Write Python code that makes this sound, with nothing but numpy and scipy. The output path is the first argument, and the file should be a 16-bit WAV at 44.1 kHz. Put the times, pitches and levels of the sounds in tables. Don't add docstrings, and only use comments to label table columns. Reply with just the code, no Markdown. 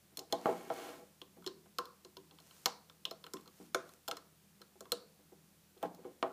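import sys
import numpy as np
from scipy import signal
from scipy.fft import rfft, irfft
from scipy.io import wavfile

SR = 44100
rng = np.random.default_rng(int(sys.argv[2]) if len(sys.argv) > 2 else 0)


def how_loud(loudness_db):
    steps = np.asarray(loudness_db, float) / 20
    return 10 ** steps


def materialize(psi):
    bounded = np.clip(np.atleast_2d(psi).T, -1, 1)
    quanta = np.round(bounded * 32767).astype(np.int16)
    wavfile.write(sys.argv[1], SR, quanta)


N = 278712

# pitch_hz [Hz], level_db [dB], fade by 60 dB t60_s [s]
TABLE_TONES = [(126, -30, 0.051), (177.6, -7, 0.4), (237.4, -15, 0.65), (297.3, -2, 0.17),
               (350, -2.5, 0.12), (380, 2, 0.1), (485.5, 5, 0.074), (523, -16, 0.088), (626, -6.5, 0.092),
               (665, -0.5, 0.12), (746, -4.5, 0.027), (783.5, 3, 0.064), (825.4, -1.5, 0.092)]
# pitch_hz [Hz], level_db [dB], t60_s [s]
FRAME_TONES = [(980, -5.5, 0.07), (1050, -6, 0.13), (1150, -7.5, 0.06), (1150, -5, 0.032), (1335, 3, 0.025),
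               (1501, -3.5, 0.034), (1604, -6.5, 0.04), (1857, -3.5, 0.029), (2185, 1, 0.025)]
# pitch_hz [Hz], level_db [dB], t60_s [s]
PIN_TONES = [(2520, -1.5, 0.0029), (2770, -2, 0.011), (3050, -0.5, 0.011), (3250, -2.5, 0.01),
             (3450, 2, 0.0074), (4060, -3, 0.0043), (4150, -3.5, 0.03), (4324, -1, 0.012),
             (3490, -5, 0.013), (5240, 0, 0.015), (5964, -10, 0.023), (6687, -2.5, 0.017),
             (7550, 0.5, 0.008)]
# start_s [s], pins_db [dB], pin_hz [Hz], dull_crack_db [dB], bright_crack_db [dB]
PIN_SNAPS = [(0.171, -32.5, 4300, -27.5, -39), (0.191, -33, 4430, -34, -51),
             (0.3239, -22, 3700, -27, -40.5), (1.2157, -36, 3420, -57, -64),
             (1.4635, -27.5, 4420, -35, -51), (1.474, -31, 4150, -39, -57),
             (1.7845, -24.5, 4150, -33, -40.5), (2.0475, -42.5, 3530, -41.5, -71),
             (2.1679, -37, 4020, -57, -55.5), (2.6575, -11, 4770, -53, -30.5),
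             (3.0522, -21, 3250, -47, -47.5), (3.11, -32.5, 4300, -53, -52), (3.24, -36.5, 3280, -48, -60),
             (3.335, -38, 4680, -30.5, -48), (3.7452, -18, 2510, -22.5, -42.5),
             (4.0781, -32, 3000, -31, -48), (4.0825, -27, 4150, -42, -42), (4.1119, -27, 3220, -31, -50),
             (4.168, -38, 4200, -38, -56), (4.6155, -43, 4000, -54, -59), (4.806, -43, 4310, -40, -53),
             (4.9189, -18, 4230, -23.5, -32.5), (5.8269, -38.5, 3050, -43, -50.5),
             (6.2262, -27, 2600, -40.5, -68)]
# start_s [s], pins_db [dB], pin_hz [Hz], frame_db [dB], crack_db [dB]
LIGHT_TICKS = [(0.456, -33, 2500, -32, -48), (0.4937, -61, 2510, -49, -49), (0.7005, -40.5, 3000, -41, -62),
               (1.4222, -60, 3520, -56.5, -67), (1.442, -47, 3370, -54.5, -53),
               (1.659, -65, 2860, -62.5, -72), (1.8539, -43.5, 4200, -56, -49), (2.31, -48, 3520, -64, -82),
               (2.386, -48, 3310, -60, -65), (2.4005, -52, 4210, -71, -55), (2.5092, -45.5, 3130, -62, -61),
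               (2.8974, -43.5, 3320, -75, -72), (3.265, -37, 3470, -75, -50), (3.368, -43, 3050, -53, -59),
               (3.409, -58, 4200, -71, -54.5), (3.4568, -56, 4210, -61, -61),
               (3.476, -47, 4100, -58.5, -56), (3.891, -53, 4160, -59, -53), (4.854, -55, 3310, -57, -65),
               (5.776, -54, 3620, -73, -78), (5.9466, -56, 4240, -64, -51.5),
               (6.0439, -59.5, 3370, -58, -73)]
# start_s [s], frame_db [dB], frame_hz [Hz], table_db [dB], table_hz [Hz]
SNAP_JOLTS = [(0.171, -60, 940, -49, 313), (0.3244, -46, 910, -35, 570), (1.2156, -55.5, 1050, -48, 418),
              (1.4627, -54, 1040, -38.5, 380), (1.474, -43.5, 1150, -52, 400),
              (1.7846, -32.5, 1030, -35, 434), (2.0479, -57.5, 1050, -49, 390),
              (2.1673, -53.5, 964, -45, 350), (2.6579, -27.5, 1380, -30, 654),
              (3.0523, -46.5, 1090, -54, 514), (3.11, -48, 1070, -41, 550), (3.24, -53, 1230, -55, 430),
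              (3.3357, -44, 1060, -38.5, 356), (3.745, -26.5, 1380, -27, 465),
              (4.0777, -39, 1290, -50, 646), (4.0815, -50, 1100, -37.5, 646), (4.1118, -39, 1380, -47, 630),
              (4.1687, -48.5, 1390, -53.5, 500), (4.6169, -55, 1314, -63, 400),
              (4.806, -54, 1320, -43, 487), (4.9194, -37.5, 1160, -31.5, 487), (3.264, -53, 1360, -52, 500),
              (2.8974, -59.5, 1360, -65, 484), (6.2257, -30, 1110, -43, 760)]


def rms_one(x):
    return x / np.sqrt(np.mean(x ** 2) + 1e-20)


def at_hz(points, hz, axis=1):
    table = np.array(points)
    return np.interp(np.log(hz + 1), np.log(table[:, 0]), table[:, axis])


def filtered(x, order, edge_hz, kind):
    return signal.sosfilt(signal.butter(order, edge_hz, kind, fs=SR, output="sos"), x)


def coloured(x, spectrum):
    cepstrum = irfft(np.log(how_loud(at_hz(spectrum, np.fft.rfftfreq(8192, 1 / SR)))))
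    cepstrum[1:4096] *= 2
    cepstrum[4097:] = 0
    response = irfft(np.exp(rfft(cepstrum)))
    return signal.fftconvolve(x, response / np.sqrt(np.sum(response ** 2)))[:N]


def ring(clicks, hz, t60):
    decay = how_loud(-60 / (t60 * SR))
    turn = 2 * np.pi * hz / SR
    return signal.lfilter([0, np.sin(turn)], [1, -2 * decay * np.cos(turn), decay * decay], clicks + 1e-18)


def contact(starts, lengths, strengths, blow):
    force, chatter = np.zeros(N), rng.standard_normal(N)
    for s, length, strength in zip(starts, np.clip(lengths, .001, .08), strengths):
        i, size = int(s * SR), int(length * SR)
        u = np.arange(min(size, N - i)) / size
        rise = np.minimum(u * length / 0.00092, 1)
        burst = chatter[i:i + size] * rise * (1 - 0.83 * u)
        force[i:i + size] += strength * rms_one(burst) * np.sqrt((1 - blow) / size)
        force[i + 30] += strength * np.sqrt(blow) * np.sign(chatter[i])
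    return force


def body(modes, starts, lengths, level_db, near_hz, focus_db, blow):
    hz, mode_db, t60 = np.transpose(modes)
    octaves_away = np.abs(np.log2(hz / near_hz[:, None]))
    shares = how_loud(mode_db - np.abs(focus_db)[:, None] * octaves_away)
    shares *= how_loud(level_db)[:, None] / np.sqrt(np.sum(shares ** 2, axis=1, keepdims=True))
    out = np.zeros(N)
    for k in range(len(hz)):
        out += ring(contact(starts, lengths, shares[:, k], blow), hz[k], t60[k])
    return out


def background():
    # pitch_hz [Hz], width_hz [Hz], level_db [dB rms]
    fan_hums = [(160.4, 3.4, -74.5), (198.7, 5.6, -74)]
    # pitch_hz [Hz], level_db [dB per Hz]
    hiss_colour = [(25, -32), (60, -20), (100, -5), (130, 2), (250, -1), (350, 0), (500, -5), (1000, -8.5),
                   (2000, -10.5), (4500, -11), (9000, -12), (15500, -12)]
    motor_hz, motor_db, hiss_db = 80.6, -81, -68
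    out = how_loud(hiss_db) * rms_one(coloured(rng.standard_normal(N), hiss_colour))
    for hz, width_hz, level_db in fan_hums:
        t60 = np.log(1000) / (np.pi * width_hz)
        out += how_loud(level_db) * rms_one(ring(rng.standard_normal(N), hz, t60))
    return out + how_loud(motor_db) * np.sqrt(2) * np.sin(2 * np.pi * motor_hz * np.arange(N) / SR)


def knocks():
    # start_s [s], level_db [dB], spot_hz [Hz], rattle_s [s]
    base_bumps = [(0.115, -59.5, 350, 0.019), (0.182, -40, 586, 0.058), (0.323, -24.5, 547, 0.026),
                  (0.405, -55, 770, 0.018), (0.454, -19.5, 650, 0.065), (0.484, -26, 520, 0.02),
                  (0.523, -31, 500, 0.028), (0.667, -45.5, 450, 0.013), (0.698, -27.5, 660, 0.03),
                  (0.982, -45, 438, 0.064), (1.365, -48.5, 200, 0.047), (1.654, -56.5, 770, 0.016),
                  (2.312, -53.5, 363, 0.025), (2.403, -58, 484, 0.0082), (3.064, -50, 510, 0.042),
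                  (3.605, -56.5, 700, 0.017), (3.465, -56, 344, 0.021), (3.596, -47.5, 203, 0.045),
                  (4.117, -40.5, 620, 0.026), (4.605, -55.5, 400, 0.021), (4.752, -57, 383, 0.022),
                  (4.86, -60, 387, 0.018), (5.188, -58.5, 380, 0.038), (5.316, -52, 460, 0.011),
                  (5.76, -56.5, 369, 0.028), (5.825, -25.5, 676, 0.036), (5.843, -44, 200, 0.025),
                  (5.98, -50, 487, 0.035), (6.047, -37, 453, 0.036), (6.224, -23.5, 600, 0.044)]
    jolt_lag_s, jolt_s, jolt_focus_db = .002, .02, 19.5
    hits = [(s + jolt_lag_s, db, hz, jolt_s, jolt_focus_db) for s, _, _, db, hz in SNAP_JOLTS]
    for s, db, hz, rattle_s in base_bumps:
        focus_db = 9 + 0.16 * (db + 40)
        hits.append((s + .003, db, hz, rattle_s, focus_db))
    s, level_db, spot_hz, lengths, focus_db = np.transpose(sorted(hits))
    modes = TABLE_TONES + FRAME_TONES + PIN_TONES[:6:2]
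    return body(modes, s, lengths, level_db + 0.5, spot_hz, focus_db, blow=0.38)


def cracks():
    # pitch_hz [Hz], level_db [dB per Hz]
    tip_colour = [(2940, -26), (5000, -13), (5340, -7), (6100, -12), (6550, -7.5), (10600, -15),
                  (14100, -9.5), (15500, -20.5)]
    lag_s, tick_bright_db = .0006, -10
    events = [(row[0] + lag_s, row[3], row[4]) for row in PIN_SNAPS]
    events += [(row[0] + lag_s, row[4], row[4] + tick_bright_db) for row in LIGHT_TICKS]
    s, dull_db, bright_db = np.transpose(events)
    out = np.zeros(N)
    for level_db, side in ((dull_db + 10.5, "low"), (bright_db + 23.5, "high")):
        snap = contact(s, 0.002 + 0 * s, how_loud(level_db - 0.5), blow=0)
        shiver = contact(s, 0.0091 + 0 * s, how_loud(level_db - 4.5), blow=0)
        out += filtered(snap + shiver, 4, 10000, side)
    return coloured(out, tip_colour)


def touches():
    pin_focus_db, frame_focus_db, tick_frame_hz = 16, 17, 1140
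    s, pins_db, pin_hz = np.transpose(PIN_SNAPS + LIGHT_TICKS)[:3]
    pins = body(PIN_TONES, s, 0.0052 + 0 * s, pins_db - .4, pin_hz, pin_focus_db + 0 * s, blow=0.63)
    pins = filtered(pins, 2, 2300, "high")
    hits = [row[:3] for row in SNAP_JOLTS]
    hits += [(row[0], row[3], tick_frame_hz) for row in LIGHT_TICKS]
    s, frame_db, frame_hz = np.transpose(sorted(hits))
    frame = body(FRAME_TONES, s + 0.0011, 0.0076 + 0 * s, frame_db + 4.5, frame_hz,
                 frame_focus_db + 0 * s, blow=0.53)
    return pins + frame


def strokes():
    # time_s [s], drag_db [dB]
    push_drag = [
        (0.3, -65),
        (0.41, -63),
        (0.47, -50.5),
        (0.58, -54.5),
        (0.66, -58),
        (0.8, -47.5),
        (0.9, -50),
        (1.05, -69.5),
        (1.2, -95),
    ]
    # peak_s [s], rise_s [s], fall_s [s], skin_db [dB], loom_db [dB]
    finger_rubs = [
        (2.57, 0.27, 0.29, -65, -91),
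        (3.359, .02, 0.12, -69, -67.5),
        (3.62, 0.17, 0.13, -66.5, -81),
        (3.84, .08, .1, -73, -72),
        (3.92, .08, .1, -70.5, -85),
        (5.85, 0.048, 0.042, -67, -53.5),
        (6.05, 0.083, 0.13, -84, -66.5),
    ]
    t = np.arange(N) / SR
    drag_db = np.interp(t, *np.transpose(push_drag), left=-200, right=-200)
    over_db = drag_db + 54
    loom, bands, skin = how_loud(drag_db), how_loud(-64.5 + over_db), how_loud(-61 + 0.66 * over_db)
    for s, rise, fall, skin_db, loom_db in finger_rubs:
        swell = how_loud(-23 * np.where(t < s, (t - s) / rise, (t - s) / fall) ** 2)
        loom += how_loud(loom_db) * swell
        bands += (how_loud(skin_db - 13) + how_loud(loom_db - 14)) * swell
        skin += how_loud(skin_db) * swell
    return loom, bands, skin


def sliding():
    # pitch_hz [Hz], level_db [dB per Hz]
    rustle_colour = [(1200, -2), (2000, -4.5), (3500, -6.5), (6500, -2), (9000, -5.5), (14000, -6.5),
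                     (15500, -8.5)]
    loom, bands, skin = strokes()
    grains = rng.standard_normal((3, N)) * how_loud(3.2 * rng.exponential(1, (3, N)))
    drone = sum(how_loud(db) * ring(grains[0], hz, t60) for hz, db, t60 in TABLE_TONES[3:] + FRAME_TONES)
    drone = filtered(drone, 4, 330, "high")
    buzz = sum(how_loud(db) * ring(grains[1], hz, t60 / 2) for hz, db, t60 in PIN_TONES[:7])
    rustle = coloured(grains[2], rustle_colour)
    return loom * rms_one(drone) + bands * rms_one(buzz) + skin * rms_one(rustle)


def room(x):
    # pitch_hz [Hz], t60_s [s], level_db [dB]
    echo_bands = [(200, 0.38, 3), (595, 0.45, -3.5), (1190, 0.39, -1), (2200, 0.33, -3), (3220, 0.18, -2.5),
                  (4470, 0.41, -5.5), (6600, 0.22, -3), (8900, 0.25, -3.5), (13000, 0.067, -4)]
    room_db = -9
    out, white = np.zeros(N), rng.standard_normal((2, N))
    onset = np.exp(-1 / (0.00056 * SR))
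    half_band = 2 ** (1 / 14)
    for k, hz in enumerate(150 * 2 ** np.arange(0, 6.7, 1 / 7)):
        edges_hz = [hz / half_band, hz * half_band]
        fade = how_loud(-120 / (at_hz(echo_bands, hz) * SR))
        energy = filtered(x, 2, edges_hz, "band") ** 2
        energy = signal.lfilter([1 - fade], [1, -fade], energy)
        energy = signal.lfilter([1 - onset], [1, -onset], energy)
        noise = rms_one(filtered(white[k % 2], 2, edges_hz, "band"))
        out += how_loud(room_db + at_hz(echo_bands, hz, axis=2)) * np.sqrt(energy) * noise
    return out


def scene():
    loom = knocks() + cracks() + touches() + sliding()
    loom = filtered(loom, 4, 128, "high")
    return (background() + loom + room(loom))[None]


def low_pass(x):
    return signal.sosfilt(signal.butter(12, 16460, fs=SR, output="sos"), x)


def record(dry):
    mix = signal.sosfilt(signal.ellip(8, .5, 32, 15350, fs=SR, output="sos"), dry)
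    return low_pass(mix)


dry = scene()
out = record(dry)
materialize(out)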